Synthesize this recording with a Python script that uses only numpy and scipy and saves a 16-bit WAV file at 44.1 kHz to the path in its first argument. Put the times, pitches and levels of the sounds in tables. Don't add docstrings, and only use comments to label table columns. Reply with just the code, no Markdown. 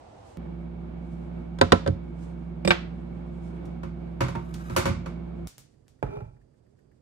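import sys
import numpy as np
from scipy import signal
from scipy.fft import rfft, irfft, next_fast_len
from scipy.io import wavfile
from scipy.ndimage import uniform_filter1d

SR = 44100
rng = np.random.default_rng(int(sys.argv[2]) if len(sys.argv) > 2 else 0)


def materialize(psi):
    bounded = np.clip(np.atleast_2d(psi).T, -1, 1)
    quanta = np.round(bounded * 32767).astype(np.int16)
    wavfile.write(sys.argv[1], SR, quanta)


N = 309141
TIME = np.arange(N) / SR
RING_TIME = TIME[:16384]
THIRD_OCTAVES_HZ = 25 * 2 ** (np.arange(29) / 3)
FLAT = [(1, 0), (SR, 0)]


def amp(db):
    return 10 ** (np.asarray(db) / 20)


def at_hz(table, hz):
    table_hz, value = np.transpose(table)
    return np.interp(np.log(np.maximum(hz, 1)), np.log(table_hz), value)


def unit(x):
    return x / np.sqrt(np.mean(x ** 2))


def pan(db):
    return amp(np.array([[db], [-db]]) / 2)


def lean(x, pan_db):
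    n = next_fast_len(N)
    lean_db = pan_db * at_hz([(700, 1.0), (6000, 0.084)], np.fft.rfftfreq(n, 1 / SR))
    gains = amp(np.array([lean_db, -lean_db]) / 2)
    return irfft(rfft(x, n) * gains, n)[:, :N]


def walk(rate):
    k = int(SR / rate)
    steps = np.repeat(rng.standard_normal(N // k + 1), k)
    return 1.3 * uniform_filter1d(uniform_filter1d(steps, k), k)[:N]


def swell(s, rise_s, fall_s):
    return np.exp(-np.abs(TIME - s) / np.where(TIME < s, rise_s, fall_s))


def air(spectrum, size, port_lag_s=0.0016):
    n = next_fast_len(size)
    hz = np.fft.rfftfreq(n, 1 / SR)
    mid, side = rfft(rng.standard_normal((2, n)))
    alike = np.clip(np.sinc(2 * hz * port_lag_s) * 2.0, -.95, .97)
    mid = mid * np.sqrt(np.abs(1 + alike))
    side = side * np.sqrt(np.abs(1 - alike))
    colour = amp(at_hz(spectrum, hz))
    return unit(irfft(np.array([mid + side, mid - side]) * colour, n)[:, :size])


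def beam(size, lag_s, direct=0.65):
    hz = np.fft.rfftfreq(size, 1 / SR)
    phase = np.exp(1j * np.pi * hz * lag_s * np.array([[1], [-1]]))
    straight = irfft(rfft(rng.standard_normal(size)) * phase, size)
    return np.sqrt(direct) * straight + np.sqrt(1 - direct) * air(FLAT, size)


def dying_noise(white, spectrum, t60s):
    t = TIME[:white.shape[1]]
    hz = np.maximum(np.fft.rfftfreq(len(t), 1 / SR), 1)
    noise, colour, out = rfft(white), amp(at_hz(spectrum, hz)), 0
    for centre in THIRD_OCTAVES_HZ[2:]:
        octaves_off = np.abs(np.log2(hz / centre))
        window = colour * np.sqrt(np.maximum(1 - octaves_off * 3, 0))
        band = irfft(noise * window, len(t)) * amp(-60 * t / at_hz(t60s, centre))
        out = out + unit(band) * np.linalg.norm(window)
    return unit(out) / np.sqrt(len(t))


def ring(modes, scatter_db=2.5, opposed_hz=320, turn=1.865):
    bloom_cycles = 1.2
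    out = 0
    for (hz, db, t60), chance in zip(modes, rng.standard_normal((len(modes), 2))):
        lag = turn * min(hz / opposed_hz, 1) ** 2 * np.array([[.5], [-.5]])
        wave = np.sin(2 * np.pi * hz * (1 + 0.0019 * chance[0]) * RING_TIME - lag)
        decay = amp(db + scatter_db * chance[1] - 60 * RING_TIME / t60)
        bloom = 1 - np.exp(-RING_TIME * hz / bloom_cycles)
        out = out + wave * decay * bloom
    return unit(out) / np.sqrt(len(RING_TIME))


def blows(table, crack, support, modes=None, ring_db=0, low_t60=0.17, high_t60=0.041,
          rise_s=0.00057, lag_s=0, grain_db=4.0):
    ring_to_room_db = -10.5
    size = len(RING_TIME)
    out = np.zeros((2, 2, N + size))
    pulse = irfft(amp(at_hz(crack, np.fft.rfftfreq(size, 1 / SR))))
    click = unit(np.roll(pulse, 128)) / np.sqrt(size)
    for s, db, contact_hz, thump_db in table:
        noise = dying_noise(beam(size, lag_s), crack, [(250, low_t60), (4000, high_t60)])
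        chatter = amp(grain_db * walk(900)[:size] * (1.0 - np.exp(-RING_TIME / 0.02)))
        grains = unit(noise * chatter) / np.sqrt(size)
        thump = amp(thump_db) * ring(support)
        tone = 0 if modes is None else amp(ring_db) * ring(modes)
        direct = (grains + thump + tone) * (1 - np.exp(-RING_TIME / rise_s))
        radiated = click + thump + amp(ring_to_room_db) * tone
        softness = signal.butter(1, min(contact_hz, SR * .45), fs=SR)
        start = int(s * SR)
        out[..., start:start + size] += amp(db) * signal.lfilter(*softness, [direct, radiated])
    return out[..., :N]


def follow_ups(table, delay_s, db, crispness, thump_db, growth=1.8):
    hardest = max(row[1] for row in table)
    return [(s + delay_s, hardest + db + growth * (blow_db - hardest), crispness * contact_hz, thump_db)
            for s, blow_db, contact_hz, _ in table]


def rattles(table, gap_s, db, step_db, count):
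    chance = rng.uniform(.5, 1.5, (len(table), count))
    return [(s + delay, blow_db + db + k * step_db, contact_hz, thump_db)
            for (s, blow_db, contact_hz, thump_db), gaps in zip(table, chance)
            for k, delay in enumerate(gap_s * np.cumsum(gaps))]


def scrape(crack, modes, rate, ring_db, spread_db=1.9):
    catch_t60_s = 0.023
    size_db = spread_db * np.minimum(rng.exponential(size=N), 4)
    catches = (rng.random(N) < rate / SR) * amp(size_db)
    noise = dying_noise(air(FLAT, len(RING_TIME)), crack, [(1, catch_t60_s)])
    grain = noise + amp(ring_db) * ring(modes)
    return unit(signal.fftconvolve(catches[None], grain, axes=1)[:, :N])


# frequency_hz [Hz], t60_s [s]
REVERBERATION = [(100, 0.49), (500, 0.29), (2300, 0.39), (6000, 0.35), (14000, 0.12)]


def room(sound, wet_db, bass_db):
    direct, radiated = sound
    t = TIME[:32768]
    tail = dying_noise(air(FLAT, len(t)), [(100, bass_db), (1000, 0.0022)], REVERBERATION)
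    tail = tail * (1 - np.exp(-t / 0.0016))
    return direct + amp(wet_db) * signal.fftconvolve(radiated, tail, axes=1)[:, :N]


# frequency_hz [Hz], relative density_db [dB per Hz]
FIRST_ROOM_NOISE = [(30, -15.5), (81, 2.5), (171, -10), (735, -4), (1480, -22.5), (8690, -38.5),
                    (15000, -74)]


def first_room():
    return amp(-49.5) * air(FIRST_ROOM_NOISE, N) * pan(-2.6)


# frequency_hz [Hz], relative density_db [dB per Hz]
LAST_ROOM_NOISE = [(30, -7), (80, -9), (135, -2), (175, -13), (240, -12.5), (420, -13.5), (700, -27),
                   (1200, -35.5), (1900, -40.5), (4300, -58), (4800, -38), (5500, -67), (15000, -73.5)]


def last_room():
    return amp(-61.5) * air(LAST_ROOM_NOISE, N) * pan(-9.5)


# pitch_hz [Hz], rms level_db before panning [dB], left minus right pan_db [dB]
TRANSFORMER_TONES = [(60.6, -40.5, -1.55), (237.5, -52.5, -7)]
# pitch_hz [Hz], rms level_db before panning [dB], left minus right pan_db [dB], unsteadiness [0-1]
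FAN_BLADE_TONES = [(150, -51, -8.5, .4), (170, -40, -6.5, .12), (343, -53.5, 7, 1)]
# frequency_hz [Hz], relative density_db [dB per Hz]
FAN_AIR = [(25, -36.5), (45, -15), (105, -9), (130, -3), (215, -1.5), (285, -8), (350, -3.5), (420, -11),
           (540, -11.5), (950, -20.5), (1600, -28), (2090, -36), (2235, -23.5), (2390, -34.5), (3700, -41),
           (6000, -55.5), (15000, -70.5)]


def microwave():
    fan_drift, hum_lead_s = .006, 0.0001
    out = amp(-43.5) * air(FAN_AIR, N) * pan(-3.0) * amp(1.2 * walk(8.3))
    clock = TIME + hum_lead_s * np.array([[1], [0]])
    for hz, db, pan_db in TRANSFORMER_TONES:
        tone = np.cos(2 * np.pi * (hz * clock + rng.random()))
        out = out + amp(db) * unit(tone) * pan(pan_db)
    fan_clock = clock + np.cumsum(fan_drift * walk(2)) / SR
    for hz, db, pan_db, unsteady in FAN_BLADE_TONES:
        flutter = 1 + unsteady * (walk(hz / 10) + 1j * walk(hz / 10))
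        tone = np.real(flutter * np.exp(2j * np.pi * (hz * fan_clock + rng.random())))
        out = out + amp(db) * unit(tone) * pan(pan_db)
    return out


# start_s [s], end_s [s], relative level_db before tick shape and scatter [dB]
TICKS = [(5.614, 6.41, -63), (6.413, 6.98, -65)]


def ticking(hz=1900, rise_s=0.0043):
    rate_hz = 8
    ticks = [(s, db) for first, end, db in TICKS for s in np.arange(first, end, 1 / rate_hz)]
    times, db = np.transpose(ticks)
    age = np.maximum(TIME[:, None] - times, 0) / rise_s
    strength = amp(db + 2 * rng.standard_normal(len(db)))
    envelope = np.sum(strength * age * np.exp(-age), axis=1)
    spectrum = [(hz / 2, -18), (hz * 0.87, -7), (hz, 0), (hz * 1.0, -11), (hz * 2, -32)]
    return envelope * air(spectrum, N)


# fastest_s [s], level_db before flicker [dB], rise_s [s], fall_s [s]
ARM_STROKES = [(.3, -65.5, 0.054, 0.037), (1.129, -76.5, 0.049, 0.14), (2.236, -62, 0.03, 0.042),
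               (3.481, -74, 0.15, 0.1)]


def cloth():
    rest_db = -84
    strokes = sum(amp(db) * swell(s, rise_s, fall_s) for s, db, rise_s, fall_s in ARM_STROKES)
    motion = amp(rest_db) + strokes
    hiss = air([(500, -18.0), (2000, -1.0), (8500, 1), (15000, -25)], N)
    return motion * amp(2 * walk(35)) * hiss


# frequency_hz [Hz], relative density_db [dB per Hz]
FAR_SURFACE_CRACK = [(100, -5.5), (350, 3.5), (550, 3.5), (700, 1), (1000, 7.5), (1350, 6), (1700, -2.5),
                     (2200, 1.5), (2900, -5.5), (7000, -9), (13500, -14), (15300, -20)]
# pitch_hz [Hz], relative level_db [dB], t60_s [s]
SLIDER_MODES = [(1280, 0, 0.024), (1490, -1, 0.016)]


def shelf_slide():
    push = amp(-45.5) * swell(4.765, rise_s=0.2, fall_s=0.046)
    return push * scrape(FAR_SURFACE_CRACK, SLIDER_MODES, rate=1200, ring_db=4.5)


# start_s [s], level_db [dB], contact_hz [Hz], thump_db [dB]
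SHELF_KNOCKS = [(3.832, -18.5, 1800, 5.5), (4.206, -4.5, 3500, 4.5), (4.283, -16.5, 5000, -4),
                (4.697, -21, 6000, 13), (4.7631, -1, 18100, -1), (4.824, -18, 2500, 0),
                (4.855, -5, 5100, 2.5), (4.888, -13, 119, 16), (5.059, -18, 3000, -8)]
# start_s [s], level_db [dB], contact_hz [Hz], thump_db [dB]
THIN_CLICKS = [(3.654, -37.5, 5000, -17), (4.54, -21.5, 4900, -1)]
# start_s [s], level_db [dB], contact_hz [Hz], thump_db [dB]
VESSEL_KNOCKS = [(4.351, -10.5, 900, 2)]
# pitch_hz [Hz], relative level_db [dB], t60_s [s]
SHELF_MODES = [(544, 4, 0.12), (967, -2, 0.091), (1334, -1, 0.038), (1455, -4, 0.046)]
# pitch_hz [Hz], relative level_db [dB], t60_s [s]
VESSEL_MODES = [(924, -1, 0.27), (1136, 0, .1)]
# pitch_hz [Hz], relative level_db [dB], t60_s [s]
CABINET_MODES = [(89, -4, 0.15), (128.8, -3.5, 0.13), (160.2, -1.5, 0.088), (220.5, 0.5, 0.065),
                 (351, -9.5, 0.15)]
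# frequency_hz [Hz], relative density_db [dB per Hz]
PLASTIC_CRACK = [(200, 4), (2200, -2.5), (7000, 2), (13000, -3.5), (16000, -5)]


def clatter():
    hard = [row for row in SHELF_KNOCKS if row[1] > -7.5]
    loose = rattles(hard, gap_s=.011, db=-8.5, step_db=-2.5, count=3)
    knocks = blows(SHELF_KNOCKS + loose, FAR_SURFACE_CRACK, CABINET_MODES, SHELF_MODES, ring_db=-1.5,
                   low_t60=0.14, high_t60=0.041, rise_s=0.00093, lag_s=0.000688, grain_db=5.5)
    vessel = blows(VESSEL_KNOCKS, FAR_SURFACE_CRACK, CABINET_MODES, VESSEL_MODES, ring_db=1.5)
    clicks = blows(THIN_CLICKS, PLASTIC_CRACK, CABINET_MODES)
    return amp(8.0) * lean(room(knocks + vessel + clicks, wet_db=-3.0, bass_db=-2.5), pan_db=-2.5)


# start_s [s], level_db [dB], contact_hz [Hz], thump_db [dB]
STRAW_SNAPS = [(5.472, -7.5, 15300, -33), (5.581, -12.5, 18100, -22), (5.591, -35, 18000, -22),
               (5.881, -23.5, 6900, -20)]
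# pitch_hz [Hz], relative level_db [dB], t60_s [s]
TRAY_MODES = [(47.6, 1, 0.16), (67.4, -13, 0.19), (117, 3, 0.072), (137.3, -2.5, 0.11)]


def straw():
    clicks = blows(STRAW_SNAPS, PLASTIC_CRACK, TRAY_MODES, low_t60=0.018, high_t60=0.0087, rise_s=0.00027)
    return amp(-8.5) * room(clicks, wet_db=-2.0, bass_db=-5.0)


# start_s [s], level_db [dB], contact_hz [Hz], thump_db [dB]
CARTON_KNOCKS = [(6.027, -12.5, 4440, -10), (6.075, -30.5, 600, 12.5), (6.169, -29.5, 2200, 9),
                 (6.206, -33, 5000, 4), (6.217, -42, 1503, 24), (6.275, -40, 30, 17.5),
                 (6.364, -56, 3000, -10)]
# pitch_hz [Hz], relative level_db [dB], t60_s [s]
CARTON_MODES = [(403.4, 3.5, .075), (640, 2.5, 0.015), (840, -3, 0.051), (1330, -11, 0.047),
                (2360, -14, 0.032)]
# frequency_hz [Hz], relative density_db [dB per Hz]
SCUFF_NOISE = [(100, 2), (400, 10), (950, -11), (2400, -35), (15000, -49)]


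def carton_scuff():
    drag = swell(6.17, rise_s=0.17, fall_s=0.06) * (TIME > CARTON_KNOCKS[0][0])
    return amp(-38) * drag * scrape(SCUFF_NOISE, CARTON_MODES, rate=1400, ring_db=2) * pan(-2.5)


# frequency_hz [Hz], relative density_db [dB per Hz]
CARTON_NOISE = [(100, 5.5), (450, 13.5), (950, 6.5), (1500, 3), (2300, -8.5), (4500, -21.5), (15000, -24)]


def carton():
    weight = follow_ups(CARTON_KNOCKS[:1], delay_s=0.00692, db=-16.5, crispness=0.17, thump_db=19)
    knocks = blows(CARTON_KNOCKS + weight, CARTON_NOISE, TRAY_MODES, CARTON_MODES, ring_db=-3.5,
                   low_t60=0.059, high_t60=0.022, rise_s=0.00034, lag_s=-0.00027)
    return amp(13.0) * lean(room(knocks, wet_db=-8.5, bass_db=2), pan_db=-5.5)


# start_s [s], level_db [dB], contact_hz [Hz], thump_db [dB]
UTENSIL_TAPS = [(2.649, -17, 9050, 11.5), (2.675, -6.5, 9050, 5.7)]
# start_s [s], level_db [dB], contact_hz [Hz], thump_db [dB]
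WARE_CLACKS = [(2.706, -1, 4520, -5), (2.7115, -8.5, 2940, -6.5)]
# pitch_hz [Hz], relative level_db [dB], t60_s [s]
UTENSIL_MODES = [(2400, 4.5, 0.028), (3614, -6, 0.13), (5030, 3, 0.023), (7880, -10, 0.12),
                 (9440, -12.5, .09), (12880, -15, .1)]
# pitch_hz [Hz], relative level_db [dB], t60_s [s]
WARE_MODES = [(730, -7.5, 0.068), (915, -0.5, .045), (1534, 4, 0.074), (2060, -8, 0.04), (2240, -1, 0.045),
              (2310, 1.5, 0.042), (3046, 1.5, 0.032), (3700, -2, 0.04)]
# pitch_hz [Hz], relative level_db [dB], t60_s [s]
WARE_SUPPORT = [(95, -7.5, 0.12), (179.5, -1, 0.14), (346, -5.5, 0.15), (474, 0.5, 0.035),
                (534, 4.5, 0.0401)]
# frequency_hz [Hz], relative density_db [dB per Hz]
WARE_NOISE = [(300, 0.5), (1500, 1.5), (3500, -1.5), (6000, -14), (16000, -32)]
# frequency_hz [Hz], relative density_db [dB per Hz]
CERAMIC_NOISE = [(100, 0), (420, 7.5), (800, 2.5), (1500, 0), (2500, -7), (3700, -5), (5000, -9.5),
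                 (6200, -14), (8800, -17), (16000, -38)]


def tableware():
    taps = blows(UTENSIL_TAPS, CERAMIC_NOISE, WARE_SUPPORT, UTENSIL_MODES, ring_db=-2.5,
                 low_t60=0.04, high_t60=0.04, rise_s=0.00082, lag_s=0.000389, grain_db=1)
    clack = blows(WARE_CLACKS, WARE_NOISE, WARE_SUPPORT, WARE_MODES, ring_db=2.0,
                  low_t60=0.032, high_t60=0.073, rise_s=0.00017, lag_s=0.000777)
    return amp(13) * lean(room(taps + clack, wet_db=-10.0, bass_db=-12), pan_db=-6.0)


# start_s [s], level_db [dB], contact_hz [Hz], thump_db [dB]
BOWL_KNOCKS = [(1.587, -30, 13020, -6), (1.6125, -1.5, 5800, -1), (1.7205, 0.5, 5830, -2.5),
               (1.8625, -17.5, 1510, 7), (1.875, -19.5, 9000, 12.5), (1.884, -29.5, 250, 18.5)]
# pitch_hz [Hz], relative level_db [dB], t60_s [s]
BOWL_MODES = [(553, 1, 0.07), (701, -0.5, 0.1), (1021, 5, 0.08), (1330, 4.5, 0.12), (1534, 9.5, 0.042),
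              (2600, -17.5, 0.12), (3575, -20, 0.19), (3870, -5.5, 0.06)]
# pitch_hz [Hz], relative level_db [dB], t60_s [s]
COUNTER_MODES = [(91.44, 2.5, 0.18), (131, 3, 0.15), (183.5, -8.5, 0.15), (243, -3.5, 0.1), (310, -3, 0.1),
                 (407, 5, 0.048), (537, 5.5, 0.067)]


def bowl():
    rebounds = follow_ups(BOWL_KNOCKS, delay_s=0.0041, db=-9, crispness=0.26, thump_db=5.5)
    wobble = follow_ups(BOWL_KNOCKS[1:3], delay_s=0.026, db=-19.5, crispness=0.15, thump_db=-1.5)
    knocks = blows(BOWL_KNOCKS + rebounds + wobble, CERAMIC_NOISE, COUNTER_MODES, BOWL_MODES, ring_db=-3.5,
                   low_t60=0.079, high_t60=0.028, rise_s=0.00044, lag_s=-0.000588)
    return amp(16.5) * lean(room(knocks, wet_db=-16.5, bass_db=-4), pan_db=-4.5)


def scene():
    kitchen_start_s, kitchen_end_s = .372, 5.472
    before, after = TIME < kitchen_start_s, TIME > kitchen_end_s
    background = np.where(before, first_room(), np.where(after, last_room(), microwave()))
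    far = ticking() + cloth() + shelf_slide() + clatter()
    drink = straw() + carton_scuff() + carton()
    return background + far + drink + tableware() + bowl()


def record(dry):
    dry = signal.sosfilt(signal.butter(4, 38, "high", fs=SR, output="sos"), dry)
    top_cut = signal.ellip(10, .2, 80, 15600, fs=SR, output="sos")
    return signal.sosfilt(top_cut, np.clip(dry, -1, 1))


dry = scene()
out = record(dry)
materialize(out)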